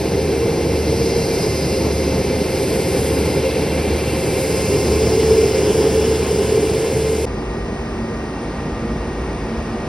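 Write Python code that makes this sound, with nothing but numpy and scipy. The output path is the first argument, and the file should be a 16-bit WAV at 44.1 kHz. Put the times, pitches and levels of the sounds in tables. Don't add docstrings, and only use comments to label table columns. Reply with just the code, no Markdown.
import sys
import numpy as np
from scipy import signal
from scipy.fft import rfft, irfft, next_fast_len
from scipy.io import wavfile

SR = 44100
rng = np.random.default_rng(int(sys.argv[2]) if len(sys.argv) > 2 else 0)


def master(y):
    cut = np.clip(np.atleast_2d(y).T, -1, 1)
    pcm = np.round(cut * 32767)
    wavfile.write(sys.argv[1], SR, pcm.astype(np.int16))


N = 435692
TIME = np.arange(N) / SR
SIZE = next_fast_len(N, real=True)
BINS = np.maximum(np.fft.rfftfreq(SIZE, 1 / SR), 1)
SWITCH_S = 7.254


def from_db(db):
    return 10 ** (np.asarray(db) / 20)


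def rms_one(x):
    return x / np.sqrt(np.mean(np.abs(x) ** 2) + 1e-20)


def in_time(rows):
    time_s, *columns = np.transpose(rows)
    return [np.interp(TIME, time_s, column) for column in columns]


def over_hz(points):
    hz, value = np.transpose(points)
    return np.interp(np.log(BINS), np.log(hz), value)


def drift(rate_hz):
    step = 40
    pole = np.exp(-2 * np.pi * step * rate_hz / SR)
    settling = 2000
    noise = rng.standard_normal(N // step + settling + 2)
    slow = signal.lfilter([1], [1, -2 * pole, pole * pole], noise)[settling:]
    return np.interp(np.arange(N) / step, np.arange(len(slow)), rms_one(slow))


def beat(period_s, crest_s):
    return np.cos(2 * np.pi * (TIME - crest_s) / period_s)


def turning(mid_s, turn_s):
    return .5 + .5 * np.tanh((TIME - mid_s) / (2 * turn_s))


def lobe(at_s, width_s):
    return 1 / (1 + ((TIME - at_s) / width_s) ** 2)


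# pitch_hz, likeness (1 =
CHANNEL_LIKENESS = [(100, .999), (300, .993), (550, .985), (800, .88), (1800, .99), (2500, .86), (3300, .995),
                    (4400, .91), (5000, .93), (5900, .75), (6500, .8), (7000, .995), (7600, .995), (8200, .85),
                    (9000, .8), (10500, .9), (15000, .72)]


def turbulence(gain, diffuse=0):
    alike = over_hz(CHANNEL_LIKENESS) * (1 - diffuse)
    white = rng.standard_normal((2, 2, len(BINS)))
    spectrum = (white[0] + 1j * white[1]) * gain
    mid, side = spectrum * np.sqrt([1 + alike, 1 - alike])
    return rms_one(irfft([mid + side, mid - side], SIZE)[:, :N])


def flow(spectrum, flutter_db, flutter_rate_hz):
    return turbulence(from_db(over_hz(spectrum))) * from_db(flutter_db * drift(flutter_rate_hz))


def tone(hz, width_hz, scatter):
    share = np.clip(scatter, 0, 1)
    phase = 2 * np.pi * (np.cumsum(hz * np.ones(N)) / SR + rng.random())
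    in_phase = np.sqrt(2 * (1 - share)) + np.sqrt(share) * drift(width_hz)
    quadrature = np.sqrt(share) * drift(width_hz)
    return in_phase * np.cos(phase) + quadrature * np.sin(phase)


def whine(hz, flutter_db, flutter_rate_hz, waver_hz):
    wavering = tone(hz + waver_hz * drift(14.2), width_hz=29, scatter=.04)
    return rms_one(from_db(flutter_db * drift(flutter_rate_hz)) * wavering)


def steered(x, radians):
    shift = np.exp(.5j * radians)
    return irfft(rfft(x, SIZE) * [shift, 1 / shift], SIZE)[:, :N]


def swinging(x, lead, share):
    turn = over_hz(lead)
    return (1 - share) * steered(x, turn) + share * steered(x, -turn)


# pitch_hz, relative_db_per_hz
STAND_SPECTRUM = [(25, -31), (45, 0.5), (90, -3), (200, -3), (350, -5.5), (550, -10), (900, -13.5),
                  (1400, -20.5), (1900, -23.5), (2350, -22.5), (3000, -29), (4000, -32), (5300, -31),
                  (7200, -37), (8500, -39.5), (11000, -48), (15000, -66)]
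# pitch_hz, share
STAND_DIFFUSE_SHARE = [(1900, 0), (2500, .27), (3800, .38), (5000, .13), (7000, 0)]
STAND_RUMBLE_DB, STAND_HISS_DB = -25.5, -39
STAND_RISE_DB_PER_S = 0.45
# pitch_hz, width_hz, level_db
STAND_MACHINERY = [(366, 8, -35.5), (400, 7, -40), (472, 6, -38.5), (2260, 40, -57.5), (2670, 20, -58),
                   (2756, 12, -56.5), (4807, 25, -61), (5035, 25, -65), (5510, 35, -61.5), (5868, 15, -66)]
# pitch_hz, level_db
FAR_WHISTLES = [(1196, -45), (1875.5, -44.8)]
# time_s, level_db
HUM_LEVEL_CURVE = [(7.6, -38), (7.9, -30), (8.5, -39.5), (8.85, -31.5), (9.42, -41), (9.54, -27.5)]
HUM_HZ = 226.6


def stand():
    rise_db = STAND_RISE_DB_PER_S * np.maximum(TIME - SWITCH_S, 0)
    colour = from_db(over_hz(STAND_SPECTRUM))
    diffuse = over_hz(STAND_DIFFUSE_SHARE)
    treble = 1 / (1 + (1500 / BINS) ** 4)
    rumble = from_db(STAND_RUMBLE_DB + rise_db) * turbulence(colour * np.sqrt(1 - treble), diffuse)
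    hiss_db = STAND_HISS_DB + rise_db + 0.42 * drift(1.3)
    hiss = from_db(hiss_db) * turbulence(colour * np.sqrt(treble), diffuse)
    machinery = sum(from_db(db) * tone(hz, width_hz, scatter=0.53) for hz, width_hz, db in STAND_MACHINERY)
    whistles = sum(from_db(db) * whine(hz, flutter_db=0.7, flutter_rate_hz=11, waver_hz=0.94)
                   for hz, db in FAR_WHISTLES)
    hum_db, = in_time(HUM_LEVEL_CURVE)
    hum = from_db(hum_db) * tone(HUM_HZ, width_hz=9.5, scatter=0.13)
    return rumble + hiss + machinery + whistles + hum


SIZZLE_HZ = 9039
SIZZLE_DB, SIZZLE_RISE_DB_PER_S, SIZZLE_FLUTTER_DB = -62.5, 0.7, 1.8


def sizzle():
    rise_db = SIZZLE_RISE_DB_PER_S * np.maximum(TIME - SWITCH_S, 0)
    level_db = SIZZLE_DB + rise_db + SIZZLE_FLUTTER_DB * drift(7)
    core = tone(SIZZLE_HZ, width_hz=50, scatter=0.88)
    skirt = tone(SIZZLE_HZ, width_hz=380, scatter=0.93)
    return from_db(level_db) * (core + skirt)


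# multiple of the cycle rate, relative_db
DIESEL_ORDERS = [(6, -51), (7, -36.5), (8, -33.5), (10, -38.5), (14, -47)]
DIESEL_CYCLE_HZ, DIESEL_DB = 7.0, -2.5
THROB_PERIOD_S, THROB_CREST_S, THROB_DB = 1.7, 7.45, 4


def diesel():
    orders = sum(from_db(db) * tone(order * DIESEL_CYCLE_HZ, width_hz=2.3, scatter=0.06)
                 for order, db in DIESEL_ORDERS)
    return from_db(DIESEL_DB + THROB_DB * beat(THROB_PERIOD_S, THROB_CREST_S)) * orders


# time_s, level_db
GENERATOR_LEVEL_CURVE = [(0.0, -30), (1.05, -25.5), (1.3, -41), (1.75, -23.5), (2.0, -23), (2.2, -29),
                         (2.8, -28.5), (3.15, -24), (3.5, -30), (3.8, -26), (4.4, -30.5), (4.95, -25),
                         (5.75, -30.5), (6.1, -24.5), (6.6, -30), (7.25, -27)]
GENERATOR_HZ = 75.1


def generator():
    level_db, = in_time(GENERATOR_LEVEL_CURVE)
    return from_db(level_db) * tone(GENERATOR_HZ, width_hz=3.2, scatter=0.11)


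TURN_MID_S, TURN_S = 4.44, 0.4


def facing():
    return turning(TURN_MID_S, TURN_S)


def beamed(spectra):
    hz, abeam_db, ahead_db = np.transpose(spectra)
    abeam = turbulence(from_db(over_hz(np.c_[hz, abeam_db])))
    ahead = turbulence(from_db(over_hz(np.c_[hz, ahead_db])))
    return np.sqrt(1 - facing()) * abeam + np.sqrt(facing()) * ahead


# pitch_hz, abeam relative_db_per_hz, ahead relative_db_per_hz
COMPRESSOR_SPECTRA = [(3450, -25, -28), (3950, 0, -10), (4670, 3.5, -6), (4960, 5, 4), (5630, 4.5, 1),
                      (5670, 1.5, -7), (6700, 0, 2), (7100, -39, -17)]
# time_s, level_db
COMPRESSOR_LEVEL_CURVE = [(0.0, -38.5), (0.7, -39), (1.1, -32), (1.55, -33.5), (2.2, -37.5), (3.0, -38.5),
                          (3.9, -47), (4.55, -36.5), (4.9, -34.5), (5.55, -35), (7.25, -43)]
# pitch_hz, abeam relative_db_per_hz, ahead relative_db_per_hz
HISS_SPECTRA = [(3970, -13, -21), (6100, -7, -6), (6900, 3, 3.5), (8200, 5.5, 4), (9440, 1.5, -4),
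                (10200, -.5, -1), (11140, 2.5, -4.5), (13100, -6, -11.5), (15400, -49, -31)]
# time_s, level_db
HISS_LEVEL_CURVE = [(0.0, -39.5), (0.7, -38.5), (1.4, -34.3), (2.3, -38), (2.75, -33), (3.1, -32),
                    (3.45, -37), (4.0, -36.5), (4.4, -31), (5.0, -33), (7.25, -34)]
CLUSTER_PITCHES = [4900, 5030, 5040, 5170, 5240, 5410, 5500]
CLUSTER_DB = -2.5
CLUSTER_FLICKER_DB, CLUSTER_WANDER_HZ = 2, 29.96


def compressor():
    band_db, = in_time(COMPRESSOR_LEVEL_CURVE)
    hiss_db, = in_time(HISS_LEVEL_CURVE)
    band = from_db(band_db + .5 * drift(20)) * beamed(COMPRESSOR_SPECTRA)
    hiss = from_db(hiss_db + 0.67 * drift(22)) * beamed(HISS_SPECTRA)
    cluster = 0
    for hz in CLUSTER_PITCHES:
        flicker = from_db(CLUSTER_FLICKER_DB * drift(6.5))
        cluster = cluster + flicker * tone(hz + CLUSTER_WANDER_HZ * drift(3), width_hz=32, scatter=0.81)
    return band + hiss + from_db(band_db + CLUSTER_DB) * facing() * rms_one(cluster)


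# time_s, roar level_db (played by the exhaust), rush level_db
PASS_BY_LEVELS = [(0.0, -19.5, -33.5), (2.2, -19.5, -33), (3.3, -20, -30.5), (5.4, -19, -31.5),
                  (7.25, -22.5, -34)]
# pitch_hz, relative_db_per_hz
RUSH_SPECTRUM = [(700, 3), (1200, -3), (1700, 0.5), (2400, 2), (3000, -0.5), (3500, -3.5), (4400, 0.5),
                 (6000, -5), (9000, -31)]
# pitch_hz, width_hz, relative_db
FAN_TONES = [(1054, 10, -50.5), (2100, 40, -46.2), (2130, 16, -49.5), (2320, 14, -52), (2350, 40, -49),
             (2372, 26, -50.5), (2604, 16, -50), (2680, 30, -55), (2724, 9, -48.5), (2774, 10, -54),
             (3444, 7, -58.3), (6130, 14, -61), (10003, 10, -63)]
FAN_TONES_DB, FAN_TONES_LOBE_DB, FAN_TONES_SMEAR_HZ = 1, 4, 6.98
FAN_TONES_AT_S, FAN_TONES_WIDTH_S = 4.35, 0.95
DRONE_HZ, DRONE_DB, DRONE_LOBE_DB = 527, -31, 6.5
DRONE_LOBE_AT_S, DRONE_LOBE_WIDTH_S = 3.5, 0.85
# pitch_hz, relative_db_per_hz
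INTAKE_SPECTRUM = [(700, -4), (1020, 7), (1150, -4), (1750, -0.5), (2300, -33), (2700, -4), (2940, 4),
                   (3200, -4), (3420, 2.5), (3900, -22), (6000, -50)]
INTAKE_PEAK_DB, INTAKE_AT_S, INTAKE_WIDTH_S = -35, 5.94, 1


def fan():
    _, rush_db = in_time(PASS_BY_LEVELS)
    rush = from_db(rush_db) * flow(RUSH_SPECTRUM, flutter_db=0.66, flutter_rate_hz=15)

    tones_db = FAN_TONES_DB + FAN_TONES_LOBE_DB * lobe(FAN_TONES_AT_S, FAN_TONES_WIDTH_S)
    smear_hz = FAN_TONES_SMEAR_HZ * facing()
    tones = from_db(tones_db) * sum(from_db(db) * tone(hz + smear_hz * drift(19.6), width_hz, scatter=0.75)
                                    for hz, width_hz, db in FAN_TONES)

    drone_db = DRONE_DB + DRONE_LOBE_DB * lobe(DRONE_LOBE_AT_S, DRONE_LOBE_WIDTH_S)
    drone = from_db(drone_db) * tone(DRONE_HZ, width_hz=10.7, scatter=0.78)

    intake_gain = from_db(INTAKE_PEAK_DB) * lobe(INTAKE_AT_S, INTAKE_WIDTH_S)
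    intake = intake_gain * flow(INTAKE_SPECTRUM, flutter_db=1.5, flutter_rate_hz=12)
    return rush + tones + drone + intake


# pitch_hz, level_db at the centre of the beam
LOW_BLADE_TONES = [(2080, -42.7), (2320, -49.5)]
LOW_BLADES_AT_S, LOW_BLADES_WIDTH_S = 1.9, 1.7
# time_s, level_db
BLADE_LEVEL_CURVE = [(0.0, -50), (0.9, -51), (1.15, -43), (1.45, -36), (1.8, -38.5), (2.25, -47),
                     (3.2, -42.5), (3.85, -50), (4.6, -41), (5.3, -47), (7.25, -58)]
BLADE_HZ = 5002
FLASH_TIMES = [1.25, 2.2]
FLASH_HZ, FLASH_WIDTH_S, FLASH_DB = 4495, .22, -47.5


def blades():
    low = sum(from_db(db) * whine(hz, flutter_db=1.8, flutter_rate_hz=20, waver_hz=1.14)
              for hz, db in LOW_BLADE_TONES)
    high_db, = in_time(BLADE_LEVEL_CURVE)
    high = from_db(high_db) * whine(BLADE_HZ, flutter_db=1.4, flutter_rate_hz=17, waver_hz=1)
    flashes = sum(lobe(at_s, FLASH_WIDTH_S) for at_s in FLASH_TIMES)
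    neighbour = from_db(FLASH_DB) * flashes * whine(FLASH_HZ, flutter_db=2, flutter_rate_hz=10, waver_hz=1)
    return lobe(LOW_BLADES_AT_S, LOW_BLADES_WIDTH_S) * low + high + neighbour


# pitch_hz, relative_db_per_hz
ROAR_SPECTRUM = [(25, -42), (35, -38), (50, -10), (90, -5.5), (125, -3), (160, -3.5), (250, -6.5),
                 (390, -2.5), (490, -7), (620, -15), (850, -16.5), (1150, -29.5), (1600, -31), (4000, -67)]
# time_s, level_db
MOAN_LEVEL_CURVE = [(0.0, -27.5), (3.3, -29), (4.25, -35), (4.75, -22), (5.25, -21), (5.52, -16.5),
                    (5.62, -20), (6.25, -26), (6.56, -18), (6.8, -29)]
MOAN_HZ, MOAN_WIDTH_HZ = 404, 52
# time_s, level_db
HOWL_LEVEL_CURVE = [(0.0, -32), (0.45, -21.5), (0.8, -27.5), (1.15, -21), (1.65, -38), (2.2, -30),
                    (2.6, -36), (2.95, -24.5), (3.2, -28.5), (3.55, -22), (4.2, -45), (4.42, -24.5),
                    (4.8, -28), (5.2, -15.5), (5.42, -13.5), (5.65, -28), (5.8, -19), (6.15, -18.5),
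                    (6.23, -30), (6.33, -19.5), (6.72, -20), (6.95, -25.5), (7.25, -16.5)]
HOWL_START_HZ, HOWL_SAG_HZ_PER_S, HOWL_SETTLED_HZ = 463.7, 4.5, 441.8


def exhaust():
    roar_db, _ = in_time(PASS_BY_LEVELS)
    roar = from_db(roar_db) * flow(ROAR_SPECTRUM, flutter_db=0.96, flutter_rate_hz=8.4)

    moan_db, = in_time(MOAN_LEVEL_CURVE)
    resonance = 1 / (1 + ((BINS - MOAN_HZ) / (MOAN_WIDTH_HZ / 2)) ** 2)
    moan = from_db(moan_db) * turbulence(resonance)

    howl_db, = in_time(HOWL_LEVEL_CURVE)
    sinking_hz = np.maximum(HOWL_START_HZ - HOWL_SAG_HZ_PER_S * TIME, HOWL_SETTLED_HZ)
    howl = from_db(howl_db) * tone(sinking_hz + 2.47 * drift(8.85), width_hz=22, scatter=0.24)
    return roar + moan + howl


# pitch_hz, lead_radians
JET_LEAD = [(150, 0), (400, .06), (750, .17), (1200, -.08), (1900, .04), (2500, .18), (3200, .04),
            (4400, .33), (5100, 0)]
# pitch_hz, lead_radians
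FAR_LEAD = [(400, 0), (1200, .45), (1850, .15), (2400, 1.15), (3300, 1.8), (3700, .95), (5000, .05)]
# pitch_hz, lead_radians
MICROPHONE_TILT_LEAD = [(200, 0), (700, .25), (1700, .05), (3300, .5), (4200, 0)]
TILT_MID_S, TILT_S = 8.28, .05
DIP_S, DIP_DB, FADE_S = .010, -10.5, .002


def scene():
    before = np.clip((SWITCH_S - TIME) / FADE_S + .5, 0, 1)
    dip = np.clip((TIME - SWITCH_S - DIP_S) / FADE_S + .5, from_db(DIP_DB), 1)
    after = dip * (TIME > SWITCH_S)
    far = steered(stand(), over_hz(FAR_LEAD))
    far = swinging(far, MICROPHONE_TILT_LEAD, turning(TILT_MID_S, TILT_S))
    jet = swinging(compressor() + fan() + blades() + exhaust(), JET_LEAD, facing())
    return before * (jet + generator()) + after * (far + sizzle() + diesel())


# pitch_hz, lead_radians
PORT_LEAD = [(150, 0), (400, .15), (750, .45), (1200, -.35), (1900, 0), (2500, .6), (3200, 0), (3700, .05),
             (4400, .47), (5100, .22), (6000, 1.6), (6900, 3), (7650, 3.3), (10500, 6.3), (13700, 9.4),
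             (16000, 12.6)]
# pitch_hz, difference_db
PORT_LEVEL_DIFFERENCE = [(70, 0), (160, -.8), (350, -1), (600, .3), (900, 2.6), (1600, 0), (3500, 0),
                         (4400, -.8), (5500, 0)]
CUTOFF_HZ = 15750


def record(dry):
    left = from_db(over_hz(PORT_LEVEL_DIFFERENCE) / 2) * np.exp(.5j * over_hz(PORT_LEAD))
    ports = irfft(rfft(dry, SIZE) * [left, 1 / left], SIZE)[:, :N]
    low_pass = signal.ellip(12, .1, 90, CUTOFF_HZ, fs=SR, output="sos")
    return signal.sosfilt(low_pass, ports)


dry = scene()
out = record(dry)
master(out)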